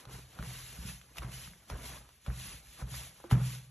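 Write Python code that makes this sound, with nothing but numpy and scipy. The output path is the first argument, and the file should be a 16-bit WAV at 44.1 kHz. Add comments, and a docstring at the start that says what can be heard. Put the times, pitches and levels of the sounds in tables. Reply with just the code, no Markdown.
"""Wiping a wooden board

At a workbench, close to a two-port microphone, a damp cloth is wiped to and fro over a small board.
Its fibres hiss with its speed, and it pats and ticks where it lands or catches an edge.
Each push of the hand makes the bench top boom at its low modes. Faint room noise lies behind."""
import sys
import numpy as np
from scipy import signal
from scipy.fft import rfft, irfft, next_fast_len
from scipy.io import wavfile
from scipy.ndimage import uniform_filter1d

SR = 44100
rng = np.random.default_rng(int(sys.argv[2]) if len(sys.argv) > 2 else 0)


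def int16_out(signal):
    """Quantize to a 16-bit WAV file."""
    q = np.round(np.clip(np.atleast_2d(signal).T, -1, 1) * 32767)
    wavfile.write(sys.argv[1], SR, q.astype(np.int16))


N = 163170

# strokes of the sliding cloth: t/s, hiss level/dB, drag level/dB
STROKES = [(0.0, -57.5, -61.5), (0.07, -67, -61), (0.132, -48.5, -54.5), (0.28, -61, -70.5),
           (0.35, -57, -60.5), (0.399, -59.5, -51.5), (0.481, -48, -56), (0.64, -46, -66.5),
           (0.789, -53, -60), (0.85, -51, -56), (0.889, -42, -62), (0.98, -58, -69.5),
           (1.142, -64.5, -67.5), (1.182, -48.5, -49), (1.2, -57.5, -59.5), (1.23, -54.5, -47.5),
           (1.27, -60.5, -52), (1.34, -48.5, -58.5), (1.45, -48.5, -64), (1.56, -62.5, -67),
           (1.671, -64.5, -70), (1.702, -52.5, -51), (1.74, -60.5, -51), (1.87, -45.5, -53.5),
           (1.97, -48, -55), (2.031, -62.5, -63.5), (2.239, -64, -79.5), (2.272, -57.5, -48.5),
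           (2.32, -56, -54), (2.41, -45.5, -65.5), (2.53, -47.5, -59.5), (2.62, -62.5, -71),
           (2.69, -54.5, -69), (2.758, -57.5, -67.5), (2.812, -52.5, -49.5), (2.85, -64.5, -59.5),
           (2.948, -43.5, -58), (3.06, -49.5, -62), (3.128, -61.5, -67.5), (3.23, -58.5, -67.5),
           (3.25, -57.5, -59), (3.291, -66.5, -59.5), (3.318, -40.5, -38), (3.358, -55, -47.5),
           (3.46, -43.5, -54), (3.55, -50, -63), (3.69, -67, -72.5)]
# spectra of the bright hiss and the duller drag: f/Hz, level/dB
HISS_SPECTRUM = [(300, -21.5), (1200, -6.5), (2200, -2), (3300, -1.5), (5000, -4.5), (6500, -3.5),
                 (8500, -5), (11000, 1), (12300, -5), (14000, -10)]
DRAG_SPECTRUM = [(150, 3.5), (300, -2), (600, -1), (1400, -4.5), (2500, -13.5), (6000, -30)]
GRAIN_DB, FLICKER_DB, FLICKER_HZ = 2, 1.3, 29.35
PATCH_DB, PATCH_HZ, PATCH_S = 2.5, 170, .03

# room noise: f/Hz, level/dB
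ROOM_SPECTRUM = [(30, -23), (60, -26), (125, -14), (300, -16), (1000, -21), (3000, -26)]
ROOM_DB, ECHO_T60_S = -77, 0.053

# pats and catches of the cloth: t/s, knock peak/dB, f/Hz, crack level/dB
PATS = [(0.053, -42, 1210, -37), (0.095, -46, 890, -58), (0.389, -34.5, 1180, -36),
        (0.426, -34, 1600, -34.5), (1.014, -48, 2140, -44), (1.159, -44, 1260, -61), (1.17, -45, 1890, -32),
        (1.178, -52, 2900, -35), (1.183, -38.5, 1320, -22), (1.221, -34.5, 1200, -51),
        (1.475, -41, 1440, -49), (1.535, -47, 2240, -61), (1.7, -32, 1020, -27.5),
        (2.09, -49.5, 940, -41.5), (2.263, -40.5, 1230, -33.5), (2.302, -38.5, 1540, -58),
        (2.815, -39.5, 756, -58), (2.823, -37, 1010, -50), (2.941, -36, 1060, -60), (3.201, -45, 821, -64),
        (3.241, -36.5, 760, -64), (3.244, -40.5, 370, -70), (3.304, -48, 864, -31), (3.311, -33, 3020, -22),
        (3.313, -23, 960, -40), (3.335, -34.5, 1500, -59)]
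# upper modes of the board: f/Hz, gain/dB, t60/s
BOARD_HIGH_MODES = [(347, -7, 0.13), (509, -0.5, 0.031), (714, -8, 0.044), (838, -3, 0.046),
                    (990, 4, 0.022), (1290, 12, 0.012), (1595, 14.5, 0.0068), (2110, 2.5, 0.028),
                    (3040, 2.5, 0.028)]
BLOW_T60_S, CRACK_T60_S, CRACK_RISE_S, KNOCK_OCTAVES = 0.0012, 0.013, 0.00025, 0.52

# pushes of the hand: t/s, drive of bench sway/dB, of top boom/dB, of board knock/dB
HAND_PUSHES = [(0.068, -52, -45, -56), (0.139, -51, -45, -51), (.392, -38, -41.5, -38),
               (0.471, -50, -38.5, -64), (0.786, -40, -47, -42.5), (.85, -60, -43.5, -38.5),
               (1.191, -39.5, -45.5, -57), (1.244, -45, -35, -43), (1.478, -51.5, -68, -50),
               (1.713, -37, -44, -51.5), (1.736, -36, -51, -53), (1.903, -55, -75, -52),
               (2.279, -29.5, -33, -40.5), (2.549, -53.5, -76, -85), (2.822, -34.5, -35.5, -43.5),
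               (2.918, -61, -44, -74), (3.322, -29, -15.5, -23.5)]
PUSH_S = 0.0059
# low modes of the bench, its top (the close pair beats) and the board: f/Hz, gain/dB, t60/s
SWAY_MODES = [(47.5, -2, 0.36), (58.9, 7, 0.26), (76.5, -7, 0.16)]
BOOM_MODES = [(125.04, -0.5, 0.61), (133.03, -5.5, 0.51), (144.3, -16, 0.84)]
BOARD_LOW_MODES = [(165.3, 1.5, 0.42), (187.6, 1.5, 0.33), (217.2, -0.5, 0.29), (245, 2.5, 0.12)]
RUMBLE_SWAY_DB, RUMBLE_BOOM_DB, RUMBLE_BOARD_DB = -2, -16, -16.5  # relative to the hiss

# stereo width, with narrow near-mono bands: f/Hz, share of power differing between left and right/0-1
STEREO_WIDTH = [(150, .0003), (300, .03), (650, .42), (1200, .26), (1900, .02), (2700, .25), (4300, .3),
                (4900, .2), (6100, .003), (7000, .25), (8200, .15), (8600, .0005), (9400, .0005),
                (9900, .1), (11600, .12), (12400, .001)]
# lead of the left port over the right: f/Hz, phase/rad
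PORT_LEAD = [(200, 0), (600, -.3), (1200, .3), (1900, .05), (2600, .55), (3400, .4), (4300, 1.1),
             (4850, 3.1), (5700, 6.2), (6400, 6.35), (8500, 9.4), (9500, 9.45), (12000, 12.5),
             (12400, 12.566)]
# treble response of the microphone: f/Hz, gain/dB
MIC_RESPONSE = [(11500, 0.5), (12500, -10), (14000, -25)]
LOW_CUT_HZ, HIGH_CUT_HZ = 62.4, 14200


def undb(db):
    return 10 ** (np.asarray(db) / 20)


def unit_rms(x):
    return x / np.sqrt(np.mean(x ** 2))


def per_bin(table, size):
    """A table of f/Hz, value, read at every bin of a transform."""
    hz, values = np.array(table, float).T
    return np.interp(np.log(np.arange(size // 2 + 1) * SR / size + 1), np.log(hz), values)


def colour(x, spectrum):
    """Noise shaped to a spectrum, at unit RMS."""
    return unit_rms(irfft(rfft(x) * undb(per_bin(spectrum, N)), N))


def wander(rate_hz):
    """Smoothed random steps, at unit RMS."""
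    hold = int(SR / rate_hz)
    steps = np.repeat(rng.standard_normal(N // hold + 1), hold)
    return unit_rms(uniform_filter1d(uniform_filter1d(steps, hold), hold)[:N])


def ring(force, modes):
    """Damped modes, each answering a blow with a dying sine."""
    out = 0
    for hz, db, t60 in modes:
        pole = np.exp(2j * np.pi * hz / SR - np.log(1000) / (t60 * SR))
        out = out + undb(db) * signal.lfilter([1], [1, -pole], force).imag
    return out


def stroke_levels():
    """Hiss and drag level/dB at every sample."""
    times, *levels = np.array(STROKES).T
    return [np.interp(np.arange(N) / SR, times, db) for db in levels]


def fibre_grains(channels):
    """Dense grains of noise from fibres that catch in small patches of pitch and time."""
    grains = rng.standard_normal((channels, N)) * undb(GRAIN_DB * rng.exponential(size=N))
    frames = signal.stft(grains, nperseg=1024)[2]
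    patches = rng.standard_normal(frames.shape[-2:])
    patches = uniform_filter1d(patches, int(PATCH_HZ * 1024 / SR), axis=0)
    patches = uniform_filter1d(patches, int(PATCH_S * SR / 512))
    return signal.istft(frames * undb(PATCH_DB * unit_rms(patches)), nperseg=1024)[1][:, :N]


def cloth_rub(channels):
    """Fibres hiss over the wood above a duller drag; unrelated noise channels share one motion."""
    hiss_db, drag_db = stroke_levels()
    hiss = colour(fibre_grains(channels), HISS_SPECTRUM) * undb(hiss_db + FLICKER_DB * wander(FLICKER_HZ))
    drag = colour(fibre_grains(channels), DRAG_SPECTRUM) * undb(drag_db + 1.93 * wander(rate_hz=130))
    return hiss + drag


def room_noise(channels):
    """The faint, steady background around the bench."""
    return undb(ROOM_DB) * colour(rng.standard_normal((channels, N)), ROOM_SPECTRUM)


def cloth_pats():
    """Each short, rough blow rings the board modes near its pitch, with a bright wet crack."""
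    out, t = np.zeros(N + 8192), np.arange(4096) / SR
    noise = rng.standard_normal((len(PATS), 2, len(t)))
    crack_envelope = (1 - np.exp(-t / CRACK_RISE_S)) * 1000 ** (-t / CRACK_T60_S)
    for (start_s, knock_db, hz, crack_db), (roughness, fizz) in zip(PATS, noise):
        near_modes = [(f, db - 6 * (np.log2(f / hz) / KNOCK_OCTAVES) ** 2, t60)
                      for f, db, t60 in BOARD_HIGH_MODES]
        blow = (1 + roughness) * 1000 ** (-t / BLOW_T60_S)
        knock = ring(signal.lfilter(*signal.iirpeak(hz, Q=1, fs=SR), blow), near_modes)
        crack = signal.lfilter(*signal.iirpeak(3000, Q=1.4, fs=SR), fizz)
        crack += undb(-9) * signal.lfilter(*signal.iirpeak(11000, Q=3, fs=SR), fizz)
        i = int(start_s * SR)
        out[i:i + len(t)] += undb(knock_db) * knock / np.abs(knock).max()
        out[i:i + len(t)] += undb(crack_db) * crack * crack_envelope
    return out[:N]


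def bench_boom():
    """Soft pushes of the hand and the rubbing itself drive the low modes of bench and board."""
    impulses = np.zeros((3, N))
    for start_s, *drive_db in HAND_PUSHES:
        impulses[:, int(start_s * SR)] = undb(drive_db)
    pulse = np.hanning(int(PUSH_S * SR))
    hiss_db, _ = stroke_levels()
    bodies = (SWAY_MODES, RUMBLE_SWAY_DB), (BOOM_MODES, RUMBLE_BOOM_DB), (BOARD_LOW_MODES, RUMBLE_BOARD_DB)
    out = 0
    for impulse, (modes, db) in zip(impulses, bodies):
        pushes = np.convolve(impulse, -pulse / pulse.sum())[:N]
        noise = rng.standard_normal(N)
        noise /= np.std(ring(noise, modes))  # rings the modes at unit level
        rumble = noise * undb(hiss_db + db + 1.2 * wander(rate_hz=8.2))
        out = out + ring(pushes + rumble, modes)
    return out


def scene():
    """Cloth and wood close up: a mono centre blended, by frequency, with wide noise and short echoes."""
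    rub_and_room = cloth_rub(channels=3) + room_noise(channels=3)  # centre, left, right
    wood = cloth_pats() + bench_boom()
    t = np.arange(4096) / SR
    echo = rng.standard_normal((2, len(t))) * 1000 ** (-t / ECHO_T60_S)
    echo /= np.sqrt(np.sum(echo ** 2, axis=1, keepdims=True))
    size = next_fast_len(N + 4096)
    width = per_bin(STEREO_WIDTH, size)
    centre = rfft(rub_and_room[0] + wood, size)
    wide = rfft(rub_and_room[1:], size) + rfft(wood, size) * rfft(echo, size)
    return irfft(np.sqrt(1 - width) * centre + np.sqrt(width) * wide, size)[:, :N]


def record(dry):
    """The microphone's two ports differ in phase; deep bass and the highest treble are cut."""
    size = next_fast_len(N + 4096)
    half_lead = np.exp(1j * per_bin(PORT_LEAD, size) / 2)
    ports = undb(per_bin(MIC_RESPONSE, size)) * np.array([half_lead, half_lead.conj()])
    x = irfft(rfft(dry, size) * ports, size)[:, :N]
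    x = signal.sosfilt(signal.butter(3, LOW_CUT_HZ, "high", fs=SR, output="sos"), x)
    return signal.sosfilt(signal.ellip(8, .2, 70, HIGH_CUT_HZ, fs=SR, output="sos"), x)


dry = scene()
out = record(dry)
int16_out(out)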